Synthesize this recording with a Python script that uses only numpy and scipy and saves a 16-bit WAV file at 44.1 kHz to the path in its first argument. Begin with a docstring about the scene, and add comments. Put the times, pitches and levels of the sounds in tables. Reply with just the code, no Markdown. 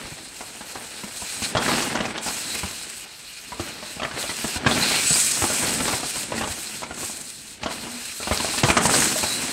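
"""A freewheel ratchet buzzes over the rumble of knobbly tyres, very close to one microphone: a mountain bike
rolls down a dirt trail on four successive passes. Pawl clicks ring the hub and rim and hush when the chain pulls;
grit bursts and noise make the tyres crunch over soil, and the casing booms on roots. Roots and stones knock the
rims and slap the chain on the frame, as hits that ring frame modes; chain and twigs tick. One tyre hums briefly,
the woods return a short tail of each blow, and faint air lies behind it all."""
import sys
import numpy as np
from scipy import signal
from scipy.fft import rfft, irfft, next_fast_len
from scipy.io import wavfile

SR = 44100
rng = np.random.default_rng(int(sys.argv[2]) if len(sys.argv) > 2 else 0)


def how_loud(loudness_db):
    """Turn decibels into a plain amplitude multiplier (0 dB gives 1, 20 dB gives 10)."""
    steps = np.asarray(loudness_db, float) / 20
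    return 10 ** steps


def output_pcm(signal):
    """Save a mono or channel-first signal as 16-bit PCM at the path in sys.argv[1].

    Samples are clipped to [-1, 1] before scaling.
    """
    pcm = np.clip(np.atleast_2d(signal).T, -1, 1) * 32767
    wavfile.write(sys.argv[1], SR, np.round(pcm).astype(np.int16))


N = 419832  # samples


def evened(x):
    """Scales to rms 1."""
    return x / np.sqrt(np.mean(x ** 2) + 1e-20)


def columns(tables):
    """Joins tables whose first column is t/s and draws the other columns as lines at every sample."""
    s, *cols = np.transpose(np.concatenate(tables))
    return [np.interp(np.arange(N) / SR, s, c) for c in cols]


def colour(x, points):
    """Filters by a spectrum of (f/Hz, level/dB) points, joined along log frequency."""
    size = next_fast_len(N)
    f, db = np.transpose(points)
    hz = np.fft.rfftfreq(size, 1 / SR)
    gain = how_loud(np.interp(np.log(hz + 1), np.log(f + 1), db))
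    return irfft(rfft(x, size) * gain, size)[:N]


def band(x, lo=None, hi=None):
    """Butterworth band between edges in Hz, open where an edge is not given."""
    kind = "bandpass" if lo and hi else "highpass" if lo else "lowpass"
    edges = [lo, hi] if lo and hi else lo or hi
    return signal.sosfilt(signal.butter(4, edges, kind, fs=SR, output="sos"), x)


def resonate(x, hz, width):
    """Two-pole resonance of peak gain about 1, width in Hz."""
    r = np.exp(-np.pi * width / SR)
    return signal.lfilter([1 - r * r, 0, r * r - 1], [2, -4 * r * np.cos(2 * np.pi * hz / SR), 2 * r * r], x)


def impacts(per_s, spread_db):
    """Random clicks of either sign; a few are large."""
    size = how_loud(spread_db * np.minimum(rng.exponential(1, N), 5))
    return size * rng.choice([-1., 1.], N) * (rng.random(N) < per_s / SR)


def wander(hz):
    """Random drift slower than hz, rms 1."""
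    return evened(band(rng.standard_normal(N), hi=hz))


def swell(s, rise, hold, fall):
    """0 to 1 and back along straight ramps, full from s + rise for the hold time."""
    return np.interp(np.arange(N) / SR, np.cumsum([s, rise, max(hold, 0), fall]), [0, 1, 1, 0])


def air():
    """Still woods, wind and microphone hiss: coloured noise, faint and slowly breathing."""
    # background spectrum: f/Hz, relative level/dB
    air_spectrum = [(20, -4), (60, 0), (120, -4), (400, -10), (1200, -17.5), (4000, -11), (9000, -36),
                    (16000, -46)]
    level_db = -50.5 + 2.0 * wander(1)
    return how_loud(level_db) * evened(colour(rng.standard_normal(N), air_spectrum))


def woods(x):
    """Ground and trunks return a short scattered tail: sparse random echoes that die away, dulled."""
    tail_db, t60 = -7.5, 0.3  # dB, s
    t = np.arange(SR // 2) / SR
    sparse = (rng.random(len(t)) < .05) * (t > .004)
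    taps = rng.choice([-1., 1.], len(t)) * sparse * how_loud(-60 * t / t60)
    echoes = band(taps, hi=3500) / np.linalg.norm(taps)
    return how_loud(tail_db) * signal.fftconvolve(x, echoes)[:N]


def hum():
    """Air in the tyre hums for a moment, a near-pure tone of shifting pitch."""
    # course of the hum: t/s, f/Hz, level/dB
    course = [(7.8, 231.7, -55), (7.834, 227.5, -42), (7.954, 245, -38.5), (8.01, 234, -49),
              (8.03, 234, -67)]
    hz, db = columns([course])
    t = np.arange(N) / SR
    fade = np.clip(np.minimum(t - course[0][0], course[-1][0] - t) / 0.025, 0, 1)
    return np.sqrt(2) * fade * how_loud(db) * np.sin(2 * np.pi * np.cumsum(hz) / SR)


def bumps():
    """As wheels drop over roots the casing gives a deep, damped bounce; also returns how hard it shakes on."""
    # drops over roots: t/s, boom level/dB, f/Hz
    drops = [(0.039, -33, 39.8), (0.118, -33.5, 154), (0.755, -43, 96.9), (1.036, -28, 202),
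             (1.222, -36, 188), (1.418, -32, 99.6), (1.55, -23, 113), (1.571, -32, 61.9), (1.696, -26, 199),
             (2.003, -26, 199), (2.059, -33, 121), (2.634, -24.5, 191), (3.519, -38, 61.9),
             (3.597, -25, 91.5), (3.963, -34, 170), (4.048, -32, 135), (4.138, -33, 135), (4.294, -42, 191),
             (4.444, -25, 151), (4.56, -29, 56.5), (4.663, -16, 138), (4.767, -27, 199), (4.809, -23, 156),
             (5.106, -21, 166), (5.419, -20.5, 91.5), (5.599, -37, 199), (5.829, -33, 170),
             (5.929, -27, 198), (6.32, -33, 135), (6.41, -41, 148), (6.498, -30, 80.7), (7.039, -40, 108),
             (7.647, -34, 86.1), (8.312, -30, 159), (8.379, -34, 67.3), (8.635, -12.5, 137),
             (8.7, -18, 180), (8.853, -18, 135), (8.999, -31, 144), (9.23, -31, 200)]
    rise_s, t60, shake_db = 0.0039, 0.067, -4.5  # s, s, dB
    bounce, shake = np.zeros((2, N + SR))
    t = np.arange(SR // 2) / SR
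    for s, db, hz in drops:
        shape = how_loud(db - 60 * t / t60) * (1 - np.exp(-t / rise_s))
        part = slice(round(s * SR), round(s * SR) + len(t))
        bounce[part] += shape * 2 * np.sin(2 * np.pi * hz * t)
        shake[part] += shape * how_loud(shake_db)
    return bounce[:N], shake[:N]


def tyres():
    """Knobs crush grit in clumps over a smooth rush; the casing rumbles and booms on the bumps."""
    # rolling, one table a pass: t/s, crunch level/dB, load on the casing/dB
    rolling = [
        [(0.0, -39, -6.5), (0.2, -47.5, -2.5), (0.41, -48.5, -8), (0.75, -43, -7), (1.28, -46, -9.5),
         (1.53, -36.5, -1.5), (1.73, -26.5, -3.5), (1.84, -31, -4.5), (2.35, -40.5, -6), (2.56, -41.5, -0.5),
         (2.73, -45, -5.5), (3.04, -52, -6)],
        [(3.055, -47.5, -11), (3.319, -58, -13), (3.569, -47, -2), (3.693, -39.5, -4.5), (4.043, -50.5, -9),
         (4.173, -33.5, -7), (4.473, -45, -7), (4.643, -33.5, -2), (4.799, -28.5, -2), (4.85, -25.5, -13)],
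        [(4.86, -30, -4), (5.22, -46.5, 0.5), (5.41, -32.5, -7), (5.59, -31.5, -5.5), (5.76, -34.5, 0),
         (5.92, -29, -4.5), (6.11, -45.5, -4), (6.41, -34, 1.5), (6.62, -44, -4), (6.83, -46, -1),
         (7.02, -43, -3), (7.2, -47, -2), (7.4, -60, 4), (7.61, -51, -3)],
        [(7.62, -42, 0), (7.672, -42, -5), (7.804, -38, -1.5), (7.99, -44.5, -7), (8.26, -61, 3),
         (8.386, -40, -2), (8.678, -36, -2), (8.816, -26, -2), (8.868, -26.5, -2), (9.016, -28, -2.5),
         (9.25, -37.5, -1.5), (9.52, -33.5, -2.5)],
    ]
    # spectrum of tyre on soil: f/Hz, relative level/dB
    soil = [(12, -51), (20, 0.5), (138, -1), (188, -4), (228, 2), (368, -4), (490, -2), (848, 0),
            (1130, -5.5), (1540, -3), (3300, -9), (4190, -11), (6000, -15), (7800, -56), (13200, -120)]
    boom_split_hz, low_split_hz = 130, 400
    grit_per_s, grit_spread_db, grit_share = 540, 3, 0.47
    boom_db, boom_per_load = -10.5, 1.66  # a loaded casing gains more boom than rumble

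    crunch_db, load_db = columns(rolling)
    bounce, shake = bumps()
    puff = rng.standard_normal(200) * np.exp(-np.arange(200) / 11.1)
    grit = signal.oaconvolve(impacts(grit_per_s, grit_spread_db), puff)[:N]
    drive = grit_share * evened(grit) + (1 - grit_share) * rng.standard_normal(N)
    roll = colour(drive * how_loud(2.0 * wander(22.4)), soil)
    roll += 0.54 * resonate(roll, 217, 110)  # air ring inside the tyre

    crunch = how_loud(crunch_db) * evened(band(roll, low_split_hz))
    rumble = how_loud(crunch_db + load_db) * evened(band(roll, boom_split_hz, low_split_hz))
    boom_gain = how_loud(crunch_db + boom_db + boom_per_load * load_db) + shake
    boom = boom_gain * evened(band(roll, hi=boom_split_hz))
    return bounce + crunch + rumble + boom


def snaps():
    """Single sharp ticks of chain and twigs, each one or two cycles around its pitch."""
    # ticks: t/s, peak level/dB before the blows are dulled, f/Hz
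    ticks = [(0.757, -35, 1190), (1.038, -25, 2000), (1.551, -15, 3200), (1.5544, -13, 1490),
             (1.627, -17, 1800), (1.6632, -10, 1700), (1.6836, -13, 2110), (1.956, -15, 1500),
             (2.004, -18, 1700), (2.1696, -41, 3130), (2.18, -15, 3900), (2.185, -13.5, 3500),
             (4.0208, -17, 1770), (4.0507, -13.5, 1850), (4.1128, -24, 1500), (4.2283, -11, 3930),
             (4.6478, -15.5, 1470), (4.6648, -9, 1600), (4.7132, -9, 3510), (4.815, -13, 4130),
             (5.1412, -3.5, 4830), (6.383, -35, 3790), (7.632, -18, 4650), (7.635, -27, 1960),
             (7.635, -13.5, 2620), (8.3754, -5, 4900), (8.5805, -8, 4640), (8.6364, -7, 3260),
             (8.6377, -6.5, 2170), (8.69, -17, 2180), (8.703, -2.5, 2280), (8.773, -12, 1750),
             (8.777, -6, 1500), (8.831, -19, 1710), (8.8634, -21, 1700), (8.896, -9.5, 1300),
             (9.0225, -9, 1860)]
    out, t = np.zeros(N + SR), np.arange(200) / SR
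    for s, peak_db, hz in ticks:
        tick = np.sin(2 * np.pi * hz * t) * np.exp(-.7 * hz * t)
        out[round(s * SR):][:len(t)] += how_loud(peak_db) * tick / abs(tick).max()
    return out[:N]


def knocks():
    """Each blow is a hard hit and a short rattle that ring frame modes near its pitch, with thud, crack, scuff."""
    # blows on rims and frame: t/s, body peak level/dB before dulling, f/Hz,
    # thud level/dB over the body, crack level/dB over the body
    blows = [(0.408, -22.5, 689, -29, -11), (0.609, -24.5, 711, -18, -16), (0.756, -22.5, 554, -20, -23),
             (1.035, -25, 659, -21, -16), (1.22, -26.5, 818, -8, -16), (1.421, -22.5, 767, -3, 3),
             (1.551, -9.5, 738, -16, -23), (1.569, -7, 1100, -18, -14), (1.58, -14, 1080, -13, -11),
             (1.619, -16.5, 676, -20, -9), (1.681, -10.5, 969, -20, -9), (1.694, -12, 762, -22, -14),
             (1.711, -17, 759, -20, -14), (1.748, -19, 778, -16, -16), (1.823, -16, 418, -19, 0),
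             (1.947, -19, 624, -18, -16), (1.953, -13.5, 614, -19, -6.5), (1.986, -18.5, 401, -7, -21),
             (2.005, -14, 1100, -14, -14), (2.054, -16.5, 1020, -14, -7), (2.083, -21.5, 436, -7, -16),
             (2.106, -23, 1690, -16, -18), (2.164, -30, 1270, -16, -18), (2.178, -20, 904, -16, -4),
             (2.263, -18.5, 750, -10, -16), (2.28, -16.5, 732, -16, -6), (2.551, -21, 1400, -8, -16),
             (2.633, -19, 1300, -4, -16), (3.521, -22, 1030, -8, -18), (3.597, -17, 447, -13, -14),
             (3.827, -24.5, 778, -10, -20), (3.966, -28, 409, -12, -16), (3.997, -20.5, 1940, -16, -20),
             (4.002, -29, 1350, -18, -20), (4.019, -18, 1080, -11, -26), (4.032, -14, 1340, -22, -24),
             (4.049, -16, 853, -20, -25), (4.112, -23, 1390, -19, -16), (4.24, -23.5, 606, -10, -16),
             (4.294, -17, 1200, -10, -16), (4.444, -16, 487, -5, -19), (4.56, -19.5, 506, -1, -22),
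             (4.646, -27, 646, -18, -25), (4.664, -4.5, 716, -11, -29), (4.713, -14, 826, -11, -16),
             (4.768, -15, 1310, -18, -14), (4.911, -17.5, 821, -16, -16), (4.941, -17, 1950, -24, -16),
             (5.107, -18, 713, -7, -16), (5.158, -13.5, 1020, -16, -16), (5.421, -12, 990, -19, -22),
             (5.432, -20, 888, -19, -16), (5.44, -12, 401, -13, -21), (5.501, -17, 727, -14, -16),
             (5.626, -18, 1180, -10, -16), (5.694, -22, 870, -16, -16), (5.757, -22, 536, -16, -16),
             (5.8, -18, 1340, -7, -18), (5.881, -13, 830, -17, -6), (5.933, -16, 925, -30, -16),
             (6.0, -22.5, 824, -23, -16), (6.032, -19, 641, -13, -16), (6.157, -24.5, 654, -11, -16),
             (6.321, -14.5, 626, -28, -29), (6.38, -16, 950, -13, -7), (6.411, -13.5, 670, -16, -21),
             (6.435, -17, 721, -16, -16), (6.475, -21, 592, -11, -5), (6.821, -22, 1200, -23, -16),
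             (6.832, -19, 867, -16, -10), (6.908, -22, 721, -13, -16), (6.977, -28, 619, -16, -16),
             (7.031, -23.5, 603, -14, -16), (7.097, -26.5, 517, -23, -16), (7.634, -19, 1060, -10, -1.5),
             (7.66, -13.5, 498, -21, -17), (7.709, -20, 999, -19, -18), (7.869, -24.5, 565, -21, -16),
             (8.202, -23.5, 573, -16, -16), (8.229, -20.5, 2000, -16, -18), (8.273, -14.5, 611, -14, -22),
             (8.312, -10, 598, -3.5, -30), (8.322, -14.5, 1430, -28, -22), (8.401, -15.5, 506, -16, -16),
             (8.446, -13, 614, -15, -13), (8.537, -20.5, 563, -16, -19), (8.579, -19, 1620, -14, -13),
             (8.634, -8, 495, -20, -4.5), (8.642, -7, 721, -14, -16), (8.686, -9, 829, -9, -12),
             (8.701, -4.5, 1640, -10, -16), (8.769, -3, 1150, -19, -12), (8.854, -8.5, 851, -20, -4),
             (8.892, -15, 400, -12, -16), (8.939, -8.5, 896, -21, -2), (9.021, -12, 1880, -21, -16),
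             (9.158, -19, 587, -16, -16), (9.231, -15, 401, -9, -24), (9.24, -15.5, 565, -13, -16)]
    # frame modes, the two deepest make the thud: f/Hz, level/dB, t60/s
    frame_modes = [(79.4, 2, 0.07), (228, -11.5, 0.025), (308, 6.5, 0.021), (603, 5, 0.017),
                   (749, 9, 0.036), (1037, 9.5, 0.018), (1350, 12, 0.034), (1800, 7, 0.012),
                   (2520, 10, 0.0079)]
    rattle_s, rattle_spread = 0.032, 0.13  # typical length, random share of it
    build_s = 0.0021  # the rattle builds over this time
    bite = 2.5  # the bare blow reaches this multiple of its pitch
    scuff_db, scuff_t60 = -12.5, 0.24  # the tyre scrubs on after each blow

    out, t = np.zeros(N + SR), np.arange(SR // 5) / SR
    for s, peak_db, pitch_hz, thud_db, crack_db in blows:
        length_s = rattle_s * (1 + rattle_spread * rng.standard_normal())
        rattle, hiss, scrub = rng.standard_normal((3, len(t)))
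        detune, strength = rng.standard_normal((2, len(frame_modes)))
        decay = how_loud(-60 * (t / max(length_s, .005)) ** 1.55)  # holds briefly, then dies
        hit = 2.77 * np.exp(-t / 0.0004)
        # spiky: several small impacts follow the hit
        push = hit + rattle * abs(rattle) * decay * (1 - np.exp(-t / build_s))

        modes = []
        for (hz, db, t60), d, k in zip(frame_modes, detune, strength):
            near_db = -5 * abs(np.log2(hz / pitch_hz))
            ring = resonate(push, hz * (1 + 0.12 * d), np.log(1000) / np.pi / t60)
            modes.append(how_loud(db + near_db + 3.4 * k) * ring)

        body = sum(modes[2:]) + 0.17 * band(push, 144, bite * pitch_hz)
        thud = modes[0] + 1.25 * modes[1]
        crack = band(hiss * abs(hiss) * decay ** 0.34, 3870, 7600)
        scuff = band(scrub * how_loud(-60 * t / scuff_t60), 140, 1490)
        layers = (0, body), (thud_db, thud), (crack_db, crack), (scuff_db, scuff)
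        blow = sum(how_loud(db) * p / abs(p).max() for db, p in layers)
        out[round(s * SR):][:len(t)] += how_loud(peak_db) * blow
    return out[:N]


def chain_hush():
    """The chain's pull hushes the pawls: depth in dB, deepening over about the first third of a pull,
    then held and eased off over a fixed short time."""
    # chain pulls: t/s, length/s, depth/dB
    chain_pulls = [(0.134, 0.19, 2.5), (0.637, 0.018, 2), (1.074, 0.018, 0), (1.509, 0.088, 9),
                   (1.88, 0.28, 8.5), (2.122, 0.035, 7), (2.185, 0.01, 19), (3.545, 0.026, 2.5),
                   (3.93, 0.23, 7.5), (4.57, 0.088, 15.5), (5.977, 0.057, 4), (6.107, 0.03, 2),
                   (6.23, 0.11, 6), (6.398, 0.064, 3.5), (6.812, 0.12, 11), (6.946, 0.016, 4),
                   (7.539, 0.15, 8), (8.605, 0.024, 6), (8.714, 0.043, 9), (8.782, 0.019, 10.5),
                   (8.872, 0.0089, 8.5), (9.059, 0.025, 2.5)]
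    tighten_share, ease_off_s = 0.35, 0.037
    return sum(db * swell(s, tighten_share * length, (1 - tighten_share) * length, ease_off_s)
               for s, length, db in chain_pulls)


def freewheel():
    """Several pawls click out of step; each ring swells and fades as the wheel turns past."""
    # coasting, one table a pass: t/s, buzz level/dB, hub turned to the microphone/dB
    coasting = [
        [(0.0, -43, 1), (0.4, -41.5, 2.5), (1.07, -40, 2.5), (1.34, -33.5, 0.5), (1.4, -35.5, 3),
         (1.45, -32.5, -3), (1.5, -34.5, 4.5), (1.65, -32, 0), (1.76, -30, -1.5), (2.0, -34, 7),
         (2.35, -32, 2.5), (2.55, -34, -0.5), (2.75, -37, 0.5), (3.045, -40.5, 1)],
        [(3.055, -48.5, -3), (3.26, -44, -1.5), (3.55, -44.5, -2.5), (3.62, -39, -2.5), (3.78, -44, -2.5),
         (3.9, -39.5, -1), (4.22, -34, 1.5), (4.36, -35, 0), (4.5, -31.5, 1.5), (4.74, -30, -1.5),
         (4.79, -30, -1), (4.83, -27.5, -2)],
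        [(4.87, -29.5, -4.5), (5.1, -22.5, 6.5), (5.2, -20, 9), (5.33, -25, 6), (5.7, -27.5, 3.5),
         (5.81, -31, 5), (5.95, -29, 4.5), (6.1, -29.5, 3.5), (6.18, -29.5, 3.5), (6.4, -35.5, 5),
         (6.54, -34, 3), (6.74, -37, 2.5), (7.07, -33, 5), (7.17, -38.5, 5), (7.36, -40.5, 5), (7.61, -45.5, 1)],
        [(7.62, -38.5, -4), (7.88, -39, 4), (7.98, -36.5, 1), (8.2, -36.5, 1.5), (8.37, -32.5, -1.5),
         (8.56, -30.5, 1.5), (8.6, -30.5, -1.5), (8.85, -22, 10.5), (9.04, -21.5, 6), (9.16, -27.5, 2.5),
         (9.52, -32, 0.5)],
    ]
    # hub and rim rings: f/Hz, width/Hz, relative level/dB
    pawl_rings = [(2508, 196, 3), (2794, 310, 2.5), (4180, 500, 5), (4900, 920, -5), (6670, 680, -5),
                  (7850, 1060, 0.5), (8430, 240, -1), (8880, 700, -1.5), (11750, 2700, -3.5)]
    # bare click of a pawl: f/Hz, relative level/dB
    click_spectrum = [(880, -7), (1500, 4.5), (2000, 0.5), (2460, -17.5), (3250, 3.5), (4160, -6),
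                      (6960, 0), (7920, 8), (13500, -34), (16000, -87)]
    # moments when one ring of the wheel sings out: t/s, length/s, f/Hz, level/dB before its fade in and out
    sung_rings = [(1.67, 0.092, 4180, -34), (2.45, 0.15, 3850, -40), (4.694, 0.05, 3450, -27),
                  (4.8, 0.047, 4050, -22), (5.026, 0.14, 7850, -24), (4.9, 0.18, 2290, -34.5),
                  (5.135, 0.028, 4900, -20), (5.254, 0.057, 2380, -36), (9.18, 0.29, 3900, -34)]
    clicks_per_s, click_spread_db, ring_db = 1500, 2.2, 5
    mid_split_hz, top_split_hz = 5300, 10500
    top_db, top_per_facing = -11.5, 0.3  # turned away from the hub, the side of the wheel throws more sizzle
    top_hush, top_hush_max_db = 1.9, 26  # the sizzle dies deeper than the buzz, down to a limit
    rim_hush = 0.98  # the rim ring dies a little less

    coast_db, facing_db = columns(coasting)
    hush_db = chain_hush()
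    buzz_db = coast_db - hush_db
    rim_db = coast_db - facing_db - rim_hush * hush_db
    sizzle_hush_db = top_hush_max_db * np.tanh(top_hush * hush_db / top_hush_max_db)
    sizzle_db = coast_db + top_db - top_per_facing * facing_db - sizzle_hush_db

    clicks = impacts(clicks_per_s, click_spread_db) * how_loud(2.85 * wander(33.6))
    clicks = evened(clicks) + 1.52 * rng.standard_normal(N)
    rings = sum(how_loud(db + 2.7 * wander(11.2)) * resonate(clicks, hz, width) for hz, width, db in pawl_rings)
    bare_db = 0.12 * (buzz_db + 34.0) - ring_db  # from further off mostly the rings carry
    buzz = how_loud(bare_db) * evened(colour(clicks, click_spectrum)) + evened(rings)

    out = how_loud(rim_db) * evened(band(buzz, hi=mid_split_hz))
    out += how_loud(buzz_db) * evened(band(buzz, mid_split_hz, top_split_hz))
    out += how_loud(sizzle_db) * evened(band(buzz, top_split_hz))
    for s, length, hz, db in sung_rings:
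        part = slice(round(s * SR), round((s + length) * SR))
        ring = evened(resonate(clicks[part], hz, 80))
        out[part] += how_loud(db) * ring * signal.windows.hann(len(ring))
    return out


def scene():
    """Bike, woods and air reach one microphone, which feeds both channels."""
    blows = band(knocks() + snaps(), hi=7500)  # rubber and padding dull every blow
    mono = air() + woods(blows) + hum() + tyres() + blows + freewheel()
    return np.array([mono, mono])


def low_pass(x):
    """Removes everything above the highest recorded frequency."""
    return signal.sosfilt(signal.butter(12, 16340, fs=SR, output="sos"), x)


def record(dry):
    """The microphone rolls off deep bass, full scale clips the tallest peaks and a filter limits the treble."""
    thinned = signal.sosfilt(signal.butter(2, 48.3, "highpass", fs=SR, output="sos"), dry)
    clipped = np.clip(thinned, -1, 1)
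    treble_limit = signal.firwin(511, 15780, window=("kaiser", 9), fs=SR)
    mix = signal.oaconvolve(clipped, treble_limit[None], "same")
    return low_pass(mix)


dry = scene()
out = record(dry)
output_pcm(out)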